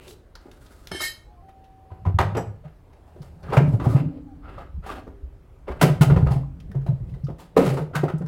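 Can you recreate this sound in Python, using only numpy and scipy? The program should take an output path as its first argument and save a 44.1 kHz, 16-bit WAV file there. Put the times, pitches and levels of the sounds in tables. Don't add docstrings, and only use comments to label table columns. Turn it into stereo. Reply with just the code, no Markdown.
import sys
import numpy as np
from scipy import signal
from scipy.fft import rfft, irfft, next_fast_len
from scipy.io import wavfile
from scipy.ndimage import uniform_filter1d

SR = 44100
rng = np.random.default_rng(int(sys.argv[2]) if len(sys.argv) > 2 else 0)


def int16_out(signal):
    q = np.round(np.clip(np.atleast_2d(signal).T, -1, 1) * 32767)
    wavfile.write(sys.argv[1], SR, q.astype(np.int16))


def convert_level_to_amplitude(level_db):
    exponent = np.asarray(level_db, float) / 20
    return 10 ** exponent


N = 364707

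# [t/s, peak level/dB, wall note f/Hz]
SLAMS = [
    (7.385, -44, 764),
    (3.218, -47, 503),
    (5.814, -9, 678),
    (6.012, -15, 1468),
    (6.307, -35, 511),
]
# [t/s, peak level/dB, wall note f/Hz]
RAPS = [
    (3.484, -34, 1200),
    (2.189, -2.5, 952),
    (2.204, -11.5, 780),
    (2.64, -40.5, 610),
    (3.569, -4, 616),
    (4.58, -31, 556),
    (4.893, -23, 1171),
    (8.082, -22, 1308),
]
# [t/s, peak level/dB, wall note f/Hz]
BUMPS = [(3.799, -23, 1150), (1.904, -41, 1000), (2.052, -25, 1000), (2.35, -17, 340), (2.368, -15, 445),
         (3.502, -26, 392), (3.524, -18, 900), (3.957, -25, 593), (5.679, -23, 533), (6.1, -17, 426),
         (6.161, -16.5, 475), (6.265, -22, 522), (7.77, -22, 900)]
# [t/s, peak level/dB, wall note f/Hz]
THUDS = [(0.456, -46, 362), (3.731, -35, 400), (3.16, -46, 358), (3.858, -28, 771), (5.068, -41, 420),
         (5.879, -25, 410), (6.747, -37, 477), (7.285, -35, 487), (8.034, -22, 353), (8.21, -35, 473)]
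# [t/s, peak level/dB, wall note f/Hz, t60/s]
SCUFFS = [
    (0.354, -33, 1370, .057),
    (1.485, -39, 750, .07),
    (4.862, -31, 778, .15),
    (7.139, -38, 2000, .06),
    (7.643, -24, 517, .3),
    (7.952, -14, 1500, .13),
    (.915, -22, 1300, .04),
    (1.004, -20, 1250, .05),
]
# [t/s, peak level/dB, wall note f/Hz, t60/s]
LANDINGS = [
    (6.864, -34.5, 664, .12),
    (4.979, -43, 755, .12),
    (5.838, -19, 406, .075),
    (7.567, -17, 441, .19),
    (7.599, -31, 500, .091),
    (.915, -40, 400, .22),
    (1.004, -41, 600, .12),
]
# [body near 230 Hz level/dB, grit above 4 kHz level/dB]
CONTACT_COLOURS = [
    (-3, -7),
    (-15, -29),
    (-1, -37),
    (11, -40),
    (-19, -14),
    (8.5, -12),
]
# [t60 at 0 dB/s, extra t60 per dB less/s]
BLOW_DAMPING = [
    (.08, .0045),
    (.06, .005),
    (.045, .004),
    (.06, .0012),
]
# [t/s, peak level/dB, f/Hz, t60/s]
REBOUNDS = [(2.266, -23, 525, .05), (2.386, -18, 794, .04), (.948, -27, 350, .05), (3.569, -9, 1400, .025),
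            (3.57, -14, 2300, .02), (3.605, -16, 400, .05), (3.815, -26, 310, .05), (3.904, -25, 506, .04),
            (3.936, -26, 600, .04), (3.998, -28, 600, .04), (4.03, -26, 300, .06), (4.581, -33, 1200, .07),
            (4.87, -38, 720, .05), (4.97, -38, 700, .08), (5.681, -37, 2050, .1), (5.758, -39, 557, .05),
            (5.815, -14, 1400, .03), (5.823, -16, 1000, .03), (5.845, -16, 400, .05),
            (5.865, -14, 430, .06), (6.014, -16, 950, .04), (6.099, -20, 1450, .03), (6.1, -19, 900, .03),
            (6.174, -20, 800, .04), (6.225, -30, 1500, .04), (6.243, -26, 400, .04), (6.27, -30, 1250, .08),
            (6.325, -26, 800, .05), (6.392, -37, 404, .05), (6.434, -42, 1050, .04), (6.881, -34, 900, .04),
            (6.918, -36, 600, .05), (7.03, -36, 330, .03), (7.268, -42, 1250, .06), (7.292, -30, 480, .05),
            (7.398, -39, 883, .08), (7.567, -8, 1100, .025), (7.568, -16, 2000, .025),
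            (7.567, -4, 460, .06), (7.583, -10, 280, .04), (7.592, -6, 480, .06), (7.615, -11, 300, .03),
            (7.625, -16, 600, .04), (7.642, -11, 506, .07), (7.659, -16, 500, .05), (7.721, -23, 519, .05),
            (7.912, -38, 630, .05), (8.036, -16, 347, .07), (8.135, -26, 355, .06), (8.215, -39, 2000, .04)]
# [f/Hz, width/Hz, level/dB]
WALL_MODES = [(363.6, 29, -4.5), (408, 63, -1.5), (535, 73, 0), (655, 38, -2.5), (776, 180, 4.5),
              (1000, 100, -6), (1258, 160, 0.5), (1427, 123, -18.5), (2045, 240, -6.5), (2704, 130, -8.5),
              (3090, 67, -12)]
# [f/Hz, level/dB per Hz]
GRIT_SPECTRUM = [(2000, -5.5), (4000, 5), (6000, -1), (8000, 2.5), (12000, -2), (16000, -3.5)]
# [t/s, peak level/dB, f/Hz]
PRESSED_BOOMS = [(0.912, -28, 181), (.93, -30, 80), (3.202, -27, 143), (3.573, 1.5, 133), (3.737, -4, 113),
                 (3.866, -4, 127), (3.899, -10.5, 117), (3.947, 0, 134), (4.059, -15.5, 153.5),
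                 (4.775, -30, 165), (4.791, -18, 62.6), (5.833, -.5, 153.5), (6.009, 2, 147),
                 (6.065, -10, 127), (6.118, -2, 153), (6.228, -1.5, 133), (6.309, -6.5, 132),
                 (7.128, -20.5, 131), (7.297, -19.5, 146), (7.648, -13.5, 176)]
# [t/s, peak level/dB, f/Hz]
ROCKED_BOOMS = [(1.914, -30, 91), (2.143, -9, 90.4), (2.195, -16, 87.4), (2.389, -25, 170),
                (2.65, -31, 150), (3.487, -24, 138), (6.695, -32, 190), (3.68, -8, 148.3),
                (5.23, -25, 61.9), (5.7, -24, 63), (5.898, -10.5, 144.4), (6.163, -12, 168),
                (6.265, -12, 71.6), (6.36, -14, 133.7), (6.887, -10, 135.5), (6.927, -13, 133),
                (7.006, -22, 118), (7.235, -17.5, 138.4), (7.574, -14.5, 175), (7.668, -14, 145),
                (3.512, -27, 140), (7.955, -17, 150), (7.995, -21, 150), (8.235, -20, 150),
                (5.862, -11, 160), (5.815, -15, 170), (8.03, -12.5, 150.4), (8.136, -14.5, 154.5),
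                (8.203, -22.5, 173)]
# [t/s, peak level/dB, f/Hz]
LIFTED_BOOMS = [(2.065, -13, 92.9), (2.247, -20, 96.5), (2.32, -24, 112.7), (2.467, -28.5, 103),
                (3.612, -13, 154.7), (3.64, -14, 154.7), (6.4, -24, 140), (4, -21, 156.5),
                (4.742, -27, 69.8), (6.082, -11.5, 146), (6.752, -18, 135.5), (7.698, -17, 137.6),
                (7.797, -22, 152)]
BOOM_T60S = (.075, .13, .26)
# [t/s, length/s, wall rattle level/dB, rub f/Hz, hiss level/dB]
DRAGS = [(.0, 0.1, -51.5, 2650, -59), (0.066, 0.085, -49, 393, -51), (0.313, 1, -59, 1500, -63.5),
         (2.2, .3, -48, 700, -80), (2.841, 1, -59.5, 800, -74), (3.427, .1, -46, 1570, -74.5),
         (3.519, 0.059, -23, 1150, -47), (3.577, 0.28, -45, 600, -62), (3.79, 0.25, -37, 1200, -52),
         (4.076, 0.14, -48, 500, -90), (4.415, 0.28, -45, 1300, -72), (4.82, 0.21, -42.5, 1400, -57),
         (5.667, 0.089, -42, 1200, -68), (5.79, 0.13, -39, 2600, -45.5), (6.05, .38, -37.5, 800, -61.5),
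         (6.62, 0.81, -56, 450, -76), (7.38, 0.06, -51, 900, -60), (7.548, 0.34, -33, 495, -52),
         (7.93, 0.09, -36, 1300, -57), (3.94, .1, -46, 2600, -66), (4.46, .15, -57, 2800, -85),
         (4.84, .17, -52, 3200, -80), (5.68, .07, -52, 2100, -76), (5.73, .08, -52, 1500, -72),
         (7.56, .2, -39, 2400, -51), (7.42, .05, -60, 4000, -66)]
# [f/Hz, level/dB per Hz]
RATTLE_SPECTRUM = [(200, 2.5), (1000, -15), (5000, -9.5), (9000, -64)]
# [t/s, hollow rumble level/dB, wind on the ports level/dB]
ROLL_AND_WIND = [(0, -59, -53.5), (.9, -62.5, -48), (1.85, -58.5, -56.5), (2.2, -26, -50), (2.9, -63, -52),
                 (3.75, -29, -42.5), (4.05, -33, -39), (4.25, -49, -50), (4.55, -47, -40),
                 (5.55, -60.5, -48.5), (6.17, -16.5, -33.5), (6.5, -40.5, -41), (7.0, -37, -36.5),
                 (7.3, -39, -42), (7.5, -52, -50), (7.62, -39, -48), (8.27, -41, -60)]
# [f/Hz, width/Hz, level/dB]
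HOLLOW_MODES = [(78.7, 28, -1), (115.7, 20, -13.5), (162.2, 39, -4)]
# [t/s, peak level/dB, f/Hz]
PEBBLES = [(0.08, -32.5, 3230), (0.108, -33, 2840), (0.353, -34, 4090), (.514, -36, 2920),
           (.662, -43.5, 3400), (.872, -22.5, 3130), (1.64, -52, 2800), (2.929, -50, 2290),
           (3.217, -46.5, 4170), (3.429, -49, 4050), (6.319, -43.5, 4570), (6.601, -41.5, 2800),
           (6.715, -39, 1680), (7.266, -49.5, 3100), (6.813, -52, 1500), (7.093, -54, 2800),
           (7.241, -51, 5000), (8.262, -36, 1300), (7.398, -46, 3000), (7.652, -32, 8000),
           (7.69, -36, 5000), (8.18, -48, 8000)]
# [f/Hz, level/dB]
BAR_SPOTS = [
    [(1647, -60), (2595, -62), (3747, -63), (5766, -64), (6374, -60), (1755, -47), (2180, -45), (2767, -52),
     (3112, -40), (3898, -53), (4307, -53), (5200, -50), (7677, -57), (8387, -47), (9205, -55), (9728, -62),
     (10411, -63), (11203, -61), (13442, -62)],
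    [(1836, -42), (2180, -39), (2810, -51), (3112, -46), (2527, -56), (2620, -54), (3322, -56), (3876, -49),
     (3955, -47), (4120, -54), (4480, -56), (4307, -48), (4985, -49), (5286, -53), (5760, -56), (6401, -54),
     (6837, -58), (6939, -54), (7687, -46), (8021, -50), (8382, -50), (8721, -58), (9222, -53), (9787, -58),
     (10422, -51), (11698, -55), (12538, -51), (13458, -54), (14486, -56), (14664, -56)],
    [(4985, -66), (5421, -70), (5803, -63), (6428, -72), (6939, -70), (7714, -56), (8457, -72), (9792, -69),
     (11224, -73), (11725, -69), (12575, -73), (13474, -75)],
]
# [t/s, strength level/dB]
BAR_CLANKS = [
    [(.916, -5), (.927, 1), (.95, 1), (1.0, 2)],
    [(1.002, -14), (1.006, 6), (1.035, 5.5), (1.075, -1), (1.11, -22)],
    [(2.37, 3), (2.38, 4)],
]
# [f/Hz, t60/s]
BAR_DECAY = [(1800, 0.15), (3100, 0.2), (5000, 0.11), (8000, 0.17), (15000, .12)]
# [f/Hz, level/dB, t60/s]
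DRUM_MODES = [(248, -1.5, 0.77), (257.2, 3, 1.16), (276.4, -7.5, 1.2), (289.7, -2, 1.7), (306, -4, 1.),
              (511, -27, 1.3), (632, -3.5, 0.56)]
# [t/s, level/dB, tilt/dB per octave]
DRUM_NUDGES = [
    (2.35, -62, 14),
    (3.58, -33, -2),
    (3.869, -32, -5),
    (3.96, -31.5, -10),
    (4.902, -48, 6),
    (6.02, -34.5, 7),
    (6.301, -43, 0),
]
# [t/s, f/Hz, level/dB, t60/s]
SINGLE_RINGS = [
    (2.058, 160, -17, .16),
    (4.893, 1642, -43, .5),
    (5.1, 398, -50, 1.),
]
# [t/s, length/s, first f/Hz, last f/Hz, rms level/dB]
BIRD_NOTES = [
    (1.26, .09, 830, 850, -58),
    (1.3, .13, 725, 700, -54),
    (1.36, .07, 1062, 1045, -57),
    (1.41, .63, 772, 760, -53),
    (4.26, .09, 850, 735, -53),
]
# [f/Hz, t60/s]
YARD_DECAY = [(100, 0.39), (500, 0.39), (3000, 0.35), (16000, 0.25)]
# [f/Hz, level/dB per Hz]
STREET_SPECTRUM = [(12, -48.5), (20, -29.5), (70, 6.5), (163, -30), (187, -17), (248, -15), (357, -15.5),
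                   (600, -20), (6000, -49), (16000, -52)]
# [f/Hz, left-right likeness 0-1]
PORT_LIKENESS = [(60, 0.74), (130, 1), (290, 0.95), (640, 0.067), (2000, 0.13), (15000, 0.17)]
# [t/s, left minus right level/dB]
TUB_PLACE = [(0, -2), (1, -1), (2.2, 1), (2.8, -2), (3.7, 0), (5, 1), (6, 0), (7, 2.5), (7.7, 0)]
LEAD = 8


def evened(x):
    return x / np.sqrt(np.mean(x ** 2) + 1e-20)


def read(points, hz):
    f, value = np.transpose(points)
    return np.interp(np.log(hz + 1), np.log(f + 1), value)


def curve(rows, column):
    rows = np.array(rows)
    return np.interp(np.arange(N) / SR, rows[:, 0], rows[:, column])


def add(mix, s, sound):
    part = mix[..., round(s * SR):][..., :sound.shape[-1]]
    part += sound[..., :part.shape[-1]]


def coloured(x, gain):
    hz = np.fft.rfftfreq(x.shape[-1], 1 / SR)
    return evened(irfft(rfft(x) * gain(hz), x.shape[-1]))


def humps(peaks, hz):
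    return sum(convert_level_to_amplitude(db) / np.sqrt(1 + (2 * (hz - f) / width) ** 2) for f, width, db in peaks)


def band(lo_hz, hi_hz):
    return lambda hz: (1 + (lo_hz / (hz + 1)) ** 4) ** -.5 * (1 + (hz / hi_hz) ** 4) ** -.5


def pair(grain_db):
    count = next_fast_len(N)
    noise = rng.standard_normal((2, count))
    left, other = noise * convert_level_to_amplitude(grain_db * np.minimum(rng.exponential(1, count), 5))
    same = np.clip(read(PORT_LIKENESS, np.fft.rfftfreq(count, 1 / SR)), 0, 1)
    shared = same * rfft(np.roll(left, LEAD))
    right = irfft(shared + np.sqrt(1 - same ** 2) * rfft(other), count)
    return np.array([left, right])


def ring(modes, seconds, rise=.0005):
    t = np.arange(int(seconds * SR)) / SR
    hz, db, t60 = np.transpose(modes)[:, :, None]
    sines = convert_level_to_amplitude(db - 60 * t / t60) * np.sin(2 * np.pi * hz * t)
    return sines.sum(0) * (1 - np.exp(-t / rise))


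def ports(x, left_db):
    return np.array([x * convert_level_to_amplitude(left_db / 2), np.roll(x, LEAD) * convert_level_to_amplitude(-left_db / 2)])


def knocks():
    wall = coloured(pair(1.8), lambda hz: 0.047 + humps(WALL_MODES, hz))
    body = coloured(wall, band(230, 233))
    mid = coloured(wall, band(700, 1610))
    upper = coloured(wall, band(1800, 5200))
    grit = coloured(pair(2.5), lambda hz: convert_level_to_amplitude(read(GRIT_SPECTRUM, hz)) * band(3000, 21000)(hz))
    chatter = convert_level_to_amplitude(2.6 * evened(uniform_filter1d(rng.standard_normal(N), size=250)))

    kinds = []
    for rows, (t60, more) in zip([SLAMS, RAPS, BUMPS, THUDS], BLOW_DAMPING):
        kinds.append([(s, db, hz, t60 - more * db) for s, db, hz in rows])
    kinds += [SCUFFS, LANDINGS]
    hits = [(*row, *contact) for rows, contact in zip(kinds, CONTACT_COLOURS) for row in rows]
    patches = rng.random((len(hits), 3, 12))

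    t = np.arange(int(.4 * SR)) / SR
    out, notes = np.zeros((2, N)), np.zeros(N)
    for (s, db, hz, t60, body_db, grit_db), (place, share, late) in zip(hits, patches):
        at = round(s * SR) % (N - len(t))
        t60 = np.clip(t60, .02, .8)
        upper_db = 0.58 * grit_db
        crack_db, soft = 0.49 * db - 0.5, 0.5 - db / 14
        # noise, level/dB, decay as a share of t60, rise/s
        layers = [(body, body_db - 3.5, 1.3, .004),
                  (mid, -11, 1.05, .003),
                  (upper, upper_db - 3, .9, .003),
                  (grit, grit_db, .8, .004),
                  (upper, upper_db + crack_db, .07, .0004),
                  (grit, grit_db + crack_db, .05, .0012)]
        for noise, rel_db, longer, rise in layers:
            decay = convert_level_to_amplitude(db + rel_db - 60 * t / (longer * t60))
            shape = decay * (1 - np.exp(-t / (rise * soft)))
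            add(out, s - .002, noise[:, at:at + len(t)] * shape)
        wall_note = (hz, db + max(body_db, 0) - 2.5, 0.43 * t60)
        add(notes, s, ring([wall_note], .2, rise=0.00073))
        for u, v, w in zip(place, share, late):
            mode = (650 * 7 ** u, db - 6.5 + u * upper_db - 9 * v, 0.28 * t60)
            add(notes, s + .025 * w, ring([mode], .12, rise=0.0011))
    return out * chatter + ports(notes, 1.8)


def rebounds():
    spread_s = .0008
    out = np.zeros((2, N))
    for (s, db, hz, t60), side in zip(REBOUNDS, rng.uniform(-1, 1, len(REBOUNDS))):
        t60 = np.clip(t60, .01, .3)
        note = ring([(hz, db, t60), (1.07 * hz, db - 7, t60)], .2, rise=.0008)
        add(out[0], s, note * convert_level_to_amplitude(1.5 * side))
        add(out[1], s + LEAD / SR - spread_s * side, note * convert_level_to_amplitude(-1.5 * side))
    return out


def booms():
    out = np.zeros(N)
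    for rows, t60 in zip([PRESSED_BOOMS, ROCKED_BOOMS, LIFTED_BOOMS], BOOM_T60S):
        for s, db, hz in rows:
            add(out, s, ring([(hz, db + 6, t60)], .5, rise=0.0083))
    return ports(out, -.6)


def drags():
    def wall_gain(hz):
        return convert_level_to_amplitude(read(RATTLE_SPECTRUM, hz)) * (0.05 + humps(WALL_MODES, hz)) * band(220, 9000)(hz)

    wall = coloured(pair(1.4), wall_gain)
    hiss = coloured(pair(1.7), lambda hz: convert_level_to_amplitude(read(GRIT_SPECTRUM, hz)) * band(2500, 17000)(hz))
    slips = convert_level_to_amplitude(2.5 * evened(uniform_filter1d(rng.standard_normal(N), size=900)))
    out = np.zeros((2, N))
    for s, length, db, rub_hz, hiss_db in DRAGS:
        at, count = round(s * SR), 2 * int(length * SR / 2)
        rub_peak = [(rub_hz, 0.22 * rub_hz, 17)]
        rub = coloured(wall[:, at:at + count], lambda hz: 1 + humps(rub_peak, hz))
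        u = np.linspace(0, 1, rub.shape[1])
        stroke = np.minimum(u / 0.13, 1) * np.minimum((1 - u) / 0.3, 1)
        scrape = convert_level_to_amplitude(hiss_db) * hiss[:, at:at + count] * np.sin(np.pi * u)
        add(out, s, (convert_level_to_amplitude(db) * rub + scrape) * stroke)
    return out * slips


def rolling():
    hollow = coloured(pair(1.9), lambda hz: humps(HOLLOW_MODES, hz) ** 2)[:, :N]
    air = rng.standard_normal((2, next_fast_len(N)))
    wind = coloured(air, lambda hz: band(35, 70)(hz) ** 2)[:, :N]
    hollow_gain = convert_level_to_amplitude(curve(ROLL_AND_WIND, column=1) - 1.0)
    wind_gain = convert_level_to_amplitude(curve(ROLL_AND_WIND, column=2) + 1.0)
    return hollow * hollow_gain + wind * wind_gain


def ticks():
    out, t = np.zeros(N), np.arange(4096) / SR
    for (s, db, hz), noise in zip(PEBBLES, rng.standard_normal((len(PEBBLES), 4096))):
        t60 = .02 * convert_level_to_amplitude(-.62 * (db + 33))
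        puff = coloured(noise, lambda f: 0.024 + humps([(hz, 0.22 * hz, 0)], f))
        decay = convert_level_to_amplitude(-60 * t / t60) + convert_level_to_amplitude(-18.5 - 60 * t / 0.11)
        add(out, s, convert_level_to_amplitude(db - 3.5) * puff * decay * (1 - np.exp(-30 * t / t60)))
    return ports(out, 7.6)


def bar():
    out = np.zeros(N)
    for spot, rows in zip(BAR_SPOTS, BAR_CLANKS):
        s, db = np.transpose(rows)
        t = np.arange(s[0], s[-1], 1 / SR)
        draw = rng.random((6000, 2))[:len(t)]
        train = (draw[:, 0] < 1500 / SR) * (draw[:, 1] - .5)
        train[0] = 2.5
        train *= convert_level_to_amplitude(np.interp(t, s, db) + 5.5)
        twins = [(f * 1.008, d - 6) for f, d in spot]
        for hz, level_db in [*spot, *twins]:
            mode = ring([(hz, level_db, read(BAR_DECAY, hz))], 0.51, rise=0.00018)
            fed = signal.fftconvolve(train, mode)
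            share = np.linalg.norm(train) * np.linalg.norm(mode)
            add(out, s[0], fed * share / np.linalg.norm(fed))
    return ports(out, 5.5)


def drum():
    out = np.zeros(N)
    for s, db, tilt in DRUM_NUDGES:
        modes = [(f, db + d + tilt * np.log2(f / 300), t60) for f, d, t60 in DRUM_MODES]
        add(out, s, ring(modes, 1.6, rise=0.005))
    for s, *mode in SINGLE_RINGS:
        add(out, s, ring([mode], 1.2, rise=.005))
    return ports(out, -1.5)


def yard(x):
    taps = np.zeros((2, SR // 2))
    at = np.arange(200, SR // 2 - 20, 20) + rng.integers(0, 20, (2, (SR // 2 - 201) // 20))
    np.put_along_axis(taps, at, rng.choice([-1., 1.], at.shape), 1)
    hz, t, z = signal.stft(taps, SR, nperseg=256)
    decay = convert_level_to_amplitude(-60 * t / read(YARD_DECAY, hz)[:, None])
    tail = signal.istft(z * decay, SR, nperseg=256)[1]
    return signal.fftconvolve(x.mean(0)[None], tail / np.linalg.norm(tail[0]), axes=1)[:, :N]


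def bird():
    out = np.zeros(N)
    for s, length, first_hz, last_hz, db in BIRD_NOTES:
        t = np.arange(0, length, 1 / SR)
        waver = evened(uniform_filter1d(rng.standard_normal(SR), size=900))[:len(t)]
        pitch_hz = first_hz + (last_hz - first_hz) * t / length + 3 * waver
        tone = np.sin(2 * np.pi * np.cumsum(pitch_hz) / SR)
        edges = np.minimum(np.minimum(t, length - t) / .025, 1)
        add(out, s, np.sqrt(2) * convert_level_to_amplitude(db - 7 * t + .6 * waver[::-1]) * tone * edges)
    return np.array([out, np.roll(out, 14)])


def street():
    frames, hz = N // 256 + 5, np.fft.rfftfreq(1024, 1 / SR)
    a, b, c, d, patches = rng.standard_normal((frames, 513, 5)).T
    patches = uniform_filter1d(patches, size=8, axis=0)
    patches = evened(uniform_filter1d(patches, size=14, axis=1))
    left, same = a + 1j * b, .1
    z = np.array([left, same * left + np.sqrt(1 - same ** 2) * (c + 1j * d)])
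    z *= convert_level_to_amplitude(read(STREET_SPECTRUM, hz)[:, None] + 2 * patches)
    rumble = signal.istft(z, nperseg=1024, noverlap=768)[1][:, :N]
    return convert_level_to_amplitude(-51.5) * evened(rumble)


def scene():
    blows = knocks() + ticks() + bar() + bird() + drags() + rebounds()
    blows = blows * convert_level_to_amplitude(curve(TUB_PLACE, column=1) * np.array([[.5], [-.5]]))
    low = booms()
    echoes = convert_level_to_amplitude(-5) * yard(blows) + convert_level_to_amplitude(-13) * yard(low)
    return blows + low + echoes + rolling() + drum() + street()


def top_cut(x):
    return signal.sosfilt(signal.butter(12, 16820, fs=SR, output="sos"), x)


def record(dry):
    limited = 1.327 * np.tanh(dry / 1.27)
    edge = signal.firwin(255, 16300, fs=SR)
    mix = signal.oaconvolve(limited, edge[None], "same")
    return top_cut(mix)


dry = scene()
out = record(dry)
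int16_out(out)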